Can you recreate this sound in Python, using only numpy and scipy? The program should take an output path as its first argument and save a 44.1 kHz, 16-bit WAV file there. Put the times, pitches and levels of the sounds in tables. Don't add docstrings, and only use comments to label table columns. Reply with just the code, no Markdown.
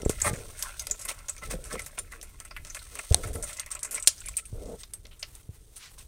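import sys
import numpy as np
from scipy import signal
from scipy.fft import rfft, irfft
from scipy.io import wavfile
from scipy.ndimage import uniform_filter1d

SR = 44100
rng = np.random.default_rng(int(sys.argv[2]) if len(sys.argv) > 2 else 0)


def unload_wav(signal):
    wavfile.write(
        sys.argv[1],
        SR,
        np.round(np.clip(np.atleast_2d(signal).T, -1, 1) * 32767).astype(np.int16),
    )


N = 267687

# frequency in Hz, width in Hz, level in dB.
HOLLOW_MODES = [(589.4, 54, 6.5), (1082, 109, 4.5), (1317, 33, 11), (1402, 126, 5.5), (1670, 390, 1),
                (2030, 96, 5.5), (2153, 46, 6.5), (2520, 290, 2.5)]
# frequency in Hz, density in dB per Hz.
PLASTIC_SPECTRUM = [(1200, -20.5), (2500, -11.5), (3500, -4.5), (5000, -7.5), (6300, -2), (7200, -8.5),
                    (8600, 3.5), (9600, -1.5), (10500, -12), (12500, -13), (16000, -11)]


def from_db(db):
    return 10 ** (np.asarray(db) / 20)


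def rms_one(x):
    return x / np.sqrt(np.mean(x ** 2) + 1e-20)


def in_time(rows):
    times_s, *columns = np.transpose(rows)
    return [np.interp(np.arange(N) / SR, times_s, column) for column in columns]


def drift(rate_hz):
    r = np.exp(-2 * np.pi * rate_hz / SR)
    noise = rng.standard_normal(N + SR)
    settled = signal.lfilter([1], [1, -2 * r, r * r], noise)[SR:]
    return rms_one(settled)


def colour(x, spectrum):
    hz, db = np.transpose(spectrum)
    grid_hz = np.linspace(0, SR / 2, 2049)
    gain = from_db(np.interp(np.log(grid_hz + 1), np.log(hz), db))
    cepstrum = irfft(np.log(gain))
    cepstrum[1:2048] *= 2
    cepstrum[2049:] = 0
    taps = irfft(np.exp(rfft(cepstrum)))
    return signal.oaconvolve(x, taps / np.sqrt(np.sum(taps ** 2)))[:len(x)]


def resonance(x, hz, width_hz):
    r = np.exp(-np.pi * width_hz / SR)
    numerator = np.array([1, 0, -1]) * (1 - r * r) / 2
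    return signal.lfilter(numerator, [1, -2 * r * np.cos(2 * np.pi * hz / SR), r * r], x)


def body(x, peaks, waver_db=0.):
    power = sum(from_db(2 * db) * np.pi * width_hz / SR for hz, width_hz, db in peaks)
    out = 0
    for k, (hz, width_hz, db) in enumerate(peaks):
        drive = x * from_db(waver_db * drift(10.2)) + 1e-18
        out = out + (-1) ** k * from_db(db) * resonance(drive, hz, width_hz)
    return out / np.sqrt(power)


def grains(per_s, spread_db):
    sizes = from_db(spread_db * np.minimum(rng.exponential(1, N), 4)) * rng.choice([-1, 1], N)
    return rms_one(sizes * (rng.random(N) < per_s / SR))


def swell(start_s, length_s):
    phase = np.clip((np.arange(N) / SR - start_s) / length_s, 0, 1)
    return np.sqrt(np.sin(np.pi * phase) + 1e-12)


def strike(hits, modes):
    t = np.arange(SR // 4) / SR
    out = np.zeros(N)
    ring = sum(np.sin(2 * np.pi * hz * t) * from_db(db - 60 * t / t60_s) for hz, db, t60_s in modes)
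    for s, db in hits:
        at = round(s * SR)
        out[at:at + len(t)] += from_db(db) * ring
    return out


def snaps(rise_s=0.0011, broad_db=-7, side_db=-10, hollow_db=-6, linger=0.99, click=5.0, width_scale=1.7,
          top_db=-20.0, tick_db=-17.0):
    # start in seconds, level in dB, patch pitch in Hz,
    # hollow ring in dB re level (before hollow_db), t60 in seconds (before linger in the hollow),
    # first crack in dB re patch ring, width as share of pitch (before width_scale).
    snap_rows = [(0.0186, -28, 5850, -34, 0.064, 7, 0.11), (0.05, -27, 7660, -15, 0.076, -25, 0.099),
                 (0.0947, -14.5, 7740, -13.5, 0.093, 2, 0.7), (0.202, -26.5, 1830, -20, 0.13, 3, 0.19),
                 (0.2167, -9, 7480, -28, 0.046, -39, 0.12), (0.332, -37, 6900, -23, 0.049, -17, 0.18),
                 (0.359, -34, 7060, -20, 0.052, -17, 0.2), (0.39, -41, 6840, -20, 0.042, -15, 0.2),
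                 (0.5905, -29, 8800, -13.5, 0.37, -9, 0.25), (0.625, -13.5, 8600, -31, 0.068, -1, 1),
                 (0.795, -19.5, 6400, -27, 0.07, -0.5, 0.049), (0.82, -30, 9100, -30, 0.042, -10, 0.3),
                 (0.8693, -19, 7300, -14.5, 0.037, -5, 0.74), (0.9, -25, 6650, -29, 0.05, 12, 0.12),
                 (0.911, -12, 7100, -25, 0.047, -29, 0.12), (0.9932, -31, 8000, -11, 0.11, -13, 0.36),
                 (1.013, -28, 7600, -14.5, 0.14, -12, 0.43), (1.051, -21.5, 9900, -10.5, 0.064, -21, 0.37),
                 (1.0868, -23, 7300, -10, 0.2, 7, 0.12), (1.19, -35, 2010, -10.5, 0.18, 14, 0.14),
                 (1.284, -23, 6570, -12, 0.091, 1, 0.11), (1.2946, -17.5, 7780, -19, 0.043, -35, 0.081),
                 (1.365, -33, 2330, -11, 0.062, 4, 0.14), (1.38, -32.5, 6250, -22, 0.1, 4, 0.1),
                 (1.513, -24.5, 8300, -14, 0.14, 11, 0.22), (1.641, -29, 8650, -19, 0.09, 3, 0.13),
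                 (1.651, -31.5, 7900, -9.5, 0.23, 0.5, 0.52), (1.729, -22.5, 7900, -22, 0.083, 10, 0.13),
                 (1.7934, -22.5, 7860, -12, 0.095, 5, 0.87), (1.819, -29.5, 8460, -9.5, 0.062, -4, 0.13),
                 (1.8622, -24, 7700, -10, 0.05, -30, 1), (1.9877, -20, 9200, -12.5, 0.06, -2.5, 0.058),
                 (2.1209, -31, 2030, -9, 0.051, 2, 0.064), (2.2139, -26.5, 5860, -34, 0.046, 7.5, 0.062),
                 (2.228, -29, 9260, -9.5, 0.083, -13, 0.54), (2.4015, -24.5, 8150, -12.5, 0.065, 10, 0.29),
                 (2.45, -33, 8450, -7.5, 0.062, -14, 0.076), (2.509, -36, 4870, 1.5, 0.07, -17, 0.15),
                 (2.565, -26.5, 1880, -10.5, 0.026, -19, 0.56), (2.57, -33, 1900, -6, 0.051, -14, 0.18),
                 (2.649, -29, 6400, -12.5, 0.07, 6, 0.51), (2.669, -33.5, 6640, -12, 0.15, 4, 0.66),
                 (2.7005, -28.5, 6400, -8.5, 0.041, -30, 0.099), (2.7473, -24, 8350, -12, 0.13, 6, 0.31),
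                 (2.768, -32.5, 1850, -5.5, 0.049, -21, 0.48), (2.7912, -33.5, 4220, -35, 0.063, 2, 0.13),
                 (2.9536, -23.5, 8800, -5, 0.023, -29, 0.27), (2.9902, -27.5, 7900, 6.5, 0.038, -6, 0.13),
                 (3.124, -22, 8000, -17, 0.27, 7.5, 0.12), (3.1451, -24, 9400, -33, 0.024, 19, 0.13),
                 (3.271, -33.5, 9100, -2, 0.12, -11, 0.35), (3.332, -27, 9600, -22, 0.36, -2, 0.5),
                 (3.3544, -27, 9200, -3.5, 0.03, -3, 0.12), (3.4258, -21, 8370, -32, 0.084, -17, 0.23),
                 (3.439, -23.5, 8700, -19, 0.075, -16, 0.049), (3.491, -32, 8200, -4.5, 0.21, -12, 0.16),
                 (3.53, -27, 7940, -39, 0.083, 4, 0.13), (3.5696, -28.5, 7450, -36, 0.069, -12, 0.29),
                 (3.5966, -16, 8500, -16, 0.055, 4, 0.056), (3.662, -26.5, 1940, -12, 0.075, 5, 0.063),
                 (3.705, -32, 8100, -23, 0.031, -7, 0.2), (3.715, -21.5, 8400, -18, 0.063, -28, 0.063),
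                 (3.7504, -23.5, 7870, -9.5, 0.037, -24, 0.11), (3.7925, -28, 8650, -34, 0.14, 7, 0.13),
                 (3.8308, -16, 8100, -18.5, 0.036, -29, 0.3), (3.847, -22.5, 7900, -12, 0.092, -24, 0.24),
                 (3.91, -23.5, 9200, -16, 0.2, -37, 0.39), (3.9454, -18.5, 8300, -41, 0.077, -36, 0.11),
                 (3.978, -29.5, 5600, 1, 0.038, -4, 0.2), (3.998, -29, 8150, -30, 0.049, -6, 0.11),
                 (4.0255, -21.5, 8200, -42, 0.05, -11, 0.09), (4.061, -34, 7570, -35, 0.098, -19, 0.22),
                 (4.0748, 0.5, 7000, -28, 0.05, 4, 0.63), (4.18, -35.5, 5650, -29, 0.053, -7, 0.22),
                 (4.2043, -31, 8200, -30, 0.039, -20, 0.099), (4.217, -38, 3320, -14, 0.03, -6, 0.5),
                 (4.259, -26.5, 9600, -43, 0.11, -5, 0.039), (4.2854, -23.5, 7840, -11.5, 0.038, 0, 0.08),
                 (4.3683, -15.5, 8750, -48, 0.066, -39, 0.06), (4.3856, -29.5, 8300, -19, 0.091, -14, 0.17),
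                 (4.4547, -34, 8970, -29, 0.076, -9, 0.08), (4.6576, -35.5, 7450, -24, 0.55, 9.5, 0.22),
                 (4.834, -27, 4200, -11, 0.026, -20, 0.67), (4.936, -22.5, 9840, -26.5, 0.041, -3, 0.21),
                 (5.053, -38, 3370, -4, 0.029, -13, 0.68), (5.112, -44, 2780, -11, 0.17, -10, 0.5),
                 (5.068, -37, 8450, -15, 0.085, 13, 0.39), (5.1956, -34.5, 8100, -21, 0.19, -1, 0.29),
                 (5.2269, -30, 2460, -7, 0.073, -18, 0.44), (5.2288, -20.5, 4500, -17, 0.016, -28, 0.42),
                 (5.352, -33, 8900, -20, 0.068, 2, 0.29), (5.7634, -34, 9200, -16, 0.13, -28, 0.27)]
    # frequency in Hz, density in dB per Hz.
    crack_spectrum = [(200, -85), (700, -35), (1500, -14.5), (3000, -7), (4500, -4), (6200, -1.5),
                      (9000, -1.5), (11000, -17.5), (16000, -6.5)]
    t = np.arange(SR // 6) / SR
    bright, dull = np.zeros((2, N + len(t)))
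    tick = colour(1. * (t == 0), PLASTIC_SPECTRUM)
    tick *= from_db(tick_db) / np.max(np.abs(tick))
    onset = (1 - np.exp(-t / rise_s)) * (1 + 0.69 * np.exp(-t / 0.0022))
    noises = rng.standard_normal((len(snap_rows), 3, len(t)))
    sides = rng.random((len(snap_rows), 3))
    for row, noise, side in zip(snap_rows, noises, sides):
        s, db, hz, ring_db, t60_s, crack_db, width = row
        at, t60_s = round(s * SR), max(t60_s, .005)
        grit = from_db(2 * rms_one(uniform_filter1d(noise[2], size=90)))
        tail = noise[0] * grit * onset * from_db(-60 * t / t60_s)
        tail[0] = click

        width_hz = width_scale * np.clip(width, .02, 1) * hz
        patch = resonance(resonance(tail, hz, width_hz), hz, width_hz)
        others = sum(resonance(tail, other_hz, 0.03 * other_hz) for other_hz in hz * 1.7 ** (side - .6))
        others += from_db(top_db + 13.6 * side[0]) * resonance(tail, 10700, 5500)
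        patch += from_db(side_db) * others
        broad = rms_one(colour(tail, PLASTIC_SPECTRUM))
        patch = rms_one(patch) + from_db(broad_db + crack_db) * broad

        crack = colour(noise[0] * np.exp(-t / .0007), crack_spectrum)
        sound = patch / np.max(np.abs(patch)) + from_db(crack_db) * crack / np.max(np.abs(crack))
        bright[at:at + len(t)] += from_db(db) * (sound / np.max(np.abs(sound)) + tick)
        decay = from_db(db + ring_db + hollow_db - 60 * t / (linger * t60_s))
        dull[at:at + len(t)] += decay * noise[1] * grit
    port = signal.butter(2, 14000, fs=SR, output="sos")
    return signal.sosfilt(port, garage(bright[:N])) + body(dull[:N], HOLLOW_MODES)


def garage(x):
    echo_db, t60_s = -17, 0.15
    t = np.arange(SR // 2) / SR
    band = signal.butter(2, [1500, 9500], "band", fs=SR, output="sos")
    echo = signal.sosfilt(band, rng.standard_normal(len(t)))
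    echo *= (1 - np.exp(-t / 0.0021)) * from_db(-60 * t / t60_s)
    return x + from_db(echo_db) * signal.oaconvolve(x, echo / np.sqrt(np.sum(echo ** 2)))[:N]


def crinkle(count=18):
    # time in seconds, bright level in dB, hollow level in dB.
    crinkle_curve = [(0.0, -53.5, -58.5), (0.27, -45, -48), (0.47, -49, -55), (0.98, -54, -55),
                     (1.49, -60.5, -63.5), (1.77, -54, -62.5), (2.0, -62.5, -60), (2.6, -63.5, -63),
                     (2.97, -46.5, -51.5), (3.25, -46.5, -64), (3.38, -57.5, -62), (3.5, -43.5, -52.5),
                     (3.82, -95, -55), (4.18, -48.5, -58.5), (4.41, -61, -67), (4.77, -58, -66.5),
                     (4.95, -68, -74.5), (6.07, -63, -86)]
    # start in seconds, length in seconds, bright level in dB, hollow level in dB.
    crumple_rows = [(0.242, 0.065, -33, -34), (0.611, 0.14, -59, -49.5), (1.078, 0.057, -35, -42.5),
                    (1.414, 0.091, -46.5, -45.5), (1.497, 0.067, -38, -42), (1.701, 0.077, -49, -42),
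                    (1.974, 0.018, -44, -38.5), (2.102, 0.083, -56, -51.5), (2.985, 0.018, -44, -57),
                    (3.228, 0.044, -42.5, -39), (3.426, 0.077, -75, -46), (3.703, 0.052, -43, -46.5),
                    (3.938, 0.062, -42, -52.5), (4.382, 0.025, -42.5, -52), (4.788, 0.044, -49, -74),
                    (5.758, 0.034, -51.5, -83), (5.974, 0.071, -50.5, -57)]
    bright, hollow = from_db(in_time(crinkle_curve))
    for s, length_s, bright_db, hollow_db in crumple_rows:
        phase = np.clip((np.arange(N) / SR - s) / length_s, 0, 1)
        shape = (np.sin(np.pi * phase ** 0.65) + 1e-12) ** 1.4
        bright = bright + from_db(bright_db) * shape
        hollow = hollow + from_db(hollow_db) * shape

    ticks = grains(5000, spread_db=4.5)
    patch = rng.integers(0, count, N)
    patches = 0
    for k, hz in enumerate(np.geomspace(2400, 15000, count)):
        ring = rms_one(resonance(ticks * (patch == k), hz, .07 * hz))
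        patches = patches + ring / np.sqrt(hz) * from_db(4 * drift(15))
    fine = from_db(17.0) * grains(3300, spread_db=-8.0)
    creases = colour(rms_one(patches) + fine, PLASTIC_SPECTRUM)
    creases *= from_db(2.5 * drift(45))
    drive = grains(900, spread_db=4.5) * from_db(3 * drift(30))
    ringing = body(drive, HOLLOW_MODES, waver_db=4.5)
    return bright * rms_one(creases) + hollow * rms_one(ringing)


def thread():
    # start in seconds, length in seconds,
    # level in dB, pitch in Hz.
    squeaks = [(1.775, 0.033, -41, 2070), (3.965, 0.036, -42.5, 2200), (4.236, 0.025, -49, 2240),
               (4.264, 0.025, -46, 2300), (4.336, 0.013, -55, 2340), (4.37, 0.033, -50, 2370),
               (4.38, 0.026, -43.5, 2540), (4.451, 0.013, -52, 2530)]
    width_hz = 200
    slips = grains(1900, spread_db=4.5)
    out = np.zeros(N)
    for s, length_s, db, hz in squeaks:
        ring = resonance(resonance(slips, hz, width_hz), hz, 2 * width_hz)
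        ring += from_db(-9) * resonance(slips, 1.04 * hz, 2 * width_hz)
        out += from_db(db) * swell(s, length_s) * rms_one(ring)
    return out


def plug():
    # time in seconds, level in dB.
    taps = [(4.803, -47.5), (4.937, -41), (5.1936, -53)]
    # frequency in Hz, level in dB, t60 in seconds.
    steel_modes = [(8300, 8, 0.086), (6400, -13, 0.11), (9200, -21, 0.076)]
    return strike(taps, steel_modes)


def hard_clicks():
    # time in seconds, level in dB.
    clicks = [(3.1449, -2), (4.0733, -2.5)]
    # frequency in Hz, level in dB, t60 in seconds.
    click_modes = [(2480, -34, 0.014), (3750, -24, 0.031), (4250, -4, 0.0068), (5100, -18, 0.015),
                   (5860, -14, 0.0081), (6330, 1, 0.0037), (8700, 8.5, 0.0027)]
    # frequency in Hz, level in dB, t60 in seconds.
    thud_mode = (750, -12.5, 0.012)
    return strike(clicks, click_modes) + strike(clicks[:1], [thud_mode])


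def rasp():
    # start in seconds, length in seconds, level in dB.
    stroke = (0.221, 0.084, -29)
    # frequency in Hz, width in Hz, level in dB.
    rasp_modes = [(847, 24, -1), (1203, 13, 0), (1574, 39, -4.5), (1850, 45, -5), (2140, 31, 0),
                  (2425, 26, -7.5), (8800, 680, -5)]
    s, length_s, db = stroke
    grit = swell(s, length_s) ** 2 * grains(1224, spread_db=1.0)
    return from_db(db) * body(grit, rasp_modes)


def sleeve():
    # start in seconds, length in seconds, level in dB.
    brush = (5.77, 0.15, -48.5)
    s, length_s, db = brush
    band = signal.butter(2, [1200, 6500], "band", fs=SR, output="sos")
    swish = signal.sosfilt(band, grains(5300, spread_db=0.0))
    return from_db(db) * swell(s, length_s) ** 3 * rms_one(swish)


def raps():
    # time in seconds, level in dB, pitch in Hz.
    rap_rows = [(1.539, -27, 513), (1.589, -39.5, 523), (1.741, -29, 482), (1.757, -33.5, 510),
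                (1.792, -46, 500), (3.241, -34, 446)]
    t60_s = 0.063
    return sum(strike([(s, db)], [(hz, 0, t60_s)]) for s, db, hz in rap_rows)


def handling():
    # start in seconds, level in dB before the soft attack, pitch in Hz,
    # t60 in seconds, fingertip tap in dB before the touch filters.
    bumps = [(0.032, -25, 60, 0.036, -19), (0.061, -5.5, 52, 0.04, -8.5), (0.096, -21, 78, 0.057, -9),
             (0.223, -29, 84, 0.15, -36), (0.263, -22, 96, 0.087, -50), (0.331, -12.5, 134, 0.029, -25),
             (0.31, -13.5, 95, 0.04, -24), (1.485, -31.5, 120, 0.092, -42), (1.51, -33, 56.6, 0.11, -34),
             (1.54, -24, 168, 0.065, -30), (1.555, -34, 47.5, 0.36, -32), (1.736, -25, 181, 0.03, -42),
             (1.763, -24.5, 206, 0.029, -33), (3.111, 0, 77, 0.045, -49), (3.143, -20, 74.5, 0.093, -41),
             (3.252, -21.5, 98, 0.095, -71), (3.352, -23, 88, 0.072, -44), (4.527, -21, 96, 0.07, -33),
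             (5.49, -19, 94, 0.042, -38.5)]
    # frequency in Hz, width in Hz, level in dB.
    case_modes = [(214, 234, -3), (348, 45, 1.5), (439.6, 60, 3.5), (609, 61, 3), (673, 94, 0)]
    # frequency in Hz, density in dB per Hz.
    rumble_spectrum = [(8.8, -45), (15, 6), (48, 1), (80, -4), (113, -9.5), (188, -21), (254, -24.5),
                       (400, -23.5), (520, -61), (880, -120)]
    slips = grains(4000, spread_db=1.5) * from_db(1.2 * drift(35))
    touch = slides() * rms_one(body(slips, case_modes, waver_db=1.2))
    rumble = rms_one(colour(rng.standard_normal(N), rumble_spectrum))
    out = from_db(sway() + 2 * drift(3.9)) * rumble

    t = np.arange(SR // 4) / SR
    tap = -np.sin(2 * np.pi * 430 * t) * (np.exp(-t / 0.00085) + 0.23 * np.exp(-t / 0.0052))
    for s, db, hz, t60_s, tap_db in bumps:
        at = round(s * SR)
        touch[at:at + len(t)] += from_db(tap_db) * tap
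        envelope = (1 - np.exp(-t / 0.0045)) * from_db(db - 60 * t / t60_s)
        out[at:at + len(t)] += np.sin(2 * np.pi * hz * t) * envelope
    soft = signal.sosfilt(signal.butter(4, 640, fs=SR, output="sos"), touch)
    return out + soft + from_db(-10) * resonance(touch, 1250, 500)


def slides():
    # start in seconds,
    # length in seconds, first level in dB, last level in dB.
    slide_rows = [(0.0, 0.15, -45, -56), (0.262, 0.3, -34.5, -65), (0.877, 0.048, -64, -50),
                  (1.056, 0.055, -60, -54), (1.423, 0.098, -47.5, -54), (1.512, 0.047, -46, -47),
                  (1.588, 0.25, -57, -59), (1.727, 0.035, -39.5, -45), (1.98, 0.096, -50, -75),
                  (2.12, 0.15, -56.5, -69), (2.915, 0.083, -56.5, -53.5), (3.111, 0.01, -33, -35),
                  (3.148, 0.06, -43.5, -39), (3.242, 0.073, -46, -43.5), (3.352, 0.07, -37, -46.5),
                  (3.804, 0.17, -68, -52), (4.533, 0.21, -49.5, -39), (5.053, 0.0097, -49, -74)]
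    attack_s, fade_db_per_s, resting_db = 0.0084, 704, -70
    t, out = np.arange(N) / SR, from_db(resting_db)
    for s, length_s, first_db, last_db in slide_rows:
        db = np.interp(t, [s, s + length_s], [first_db, last_db])
        db -= fade_db_per_s * np.maximum(t - s - length_s, 0)
        out = out + np.clip((t - s) / attack_s + 1, 0, 1) ** 2 * from_db(db)
    return out


def sway():
    # time in seconds, rumble in dB.
    steady_curve = [(0.0, -48), (2.7, -51.5), (6.07, -52.5)]
    # time in seconds, hold in seconds, rumble in dB.
    shift_rows = [(0.0, 0.4, -39.5), (1.533, 0.017, -38), (1.76, 0.06, -44.5), (3.245, 0.078, -39),
                  (4.577, 0.057, -41.5)]
    rise_db_per_s, fall_db_per_s = 92, 54
    t, db = np.arange(N) / SR, in_time(steady_curve)[0]
    for s, hold_s, top_db in shift_rows:
        rise_db = rise_db_per_s * np.maximum(s - t, 0)
        fall_db = fall_db_per_s * np.maximum(t - s - hold_s, 0)
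        db = np.maximum(db, top_db - rise_db - fall_db)
    return db


def room_hiss():
    # frequency in Hz, density in dB per Hz.
    hiss_spectrum = [(88, -20), (150, -26), (259, -21), (431, -11), (871, -6), (2550, -9.5), (5460, -11),
                     (8730, -5), (16000, -10)]
    centre_db, flicker_db = -63.5, 4.0
    level = from_db(centre_db + flicker_db * drift(17))
    return level * colour(rng.standard_normal(N), hiss_spectrum)


def scene():
    sheet = snaps() + crinkle()
    work = thread() + plug() + hard_clicks() + rasp() + sleeve()
    recorder = raps() + handling()
    return (sheet + work + recorder + room_hiss())[None]


def record(dry):
    stop_hz = 16230
    low_pass = signal.cheby2(12, 40, stop_hz, fs=SR, output="sos")
    return signal.sosfilt(low_pass, np.clip(dry, -1, 1))


dry = scene()
out = record(dry)
unload_wav(out)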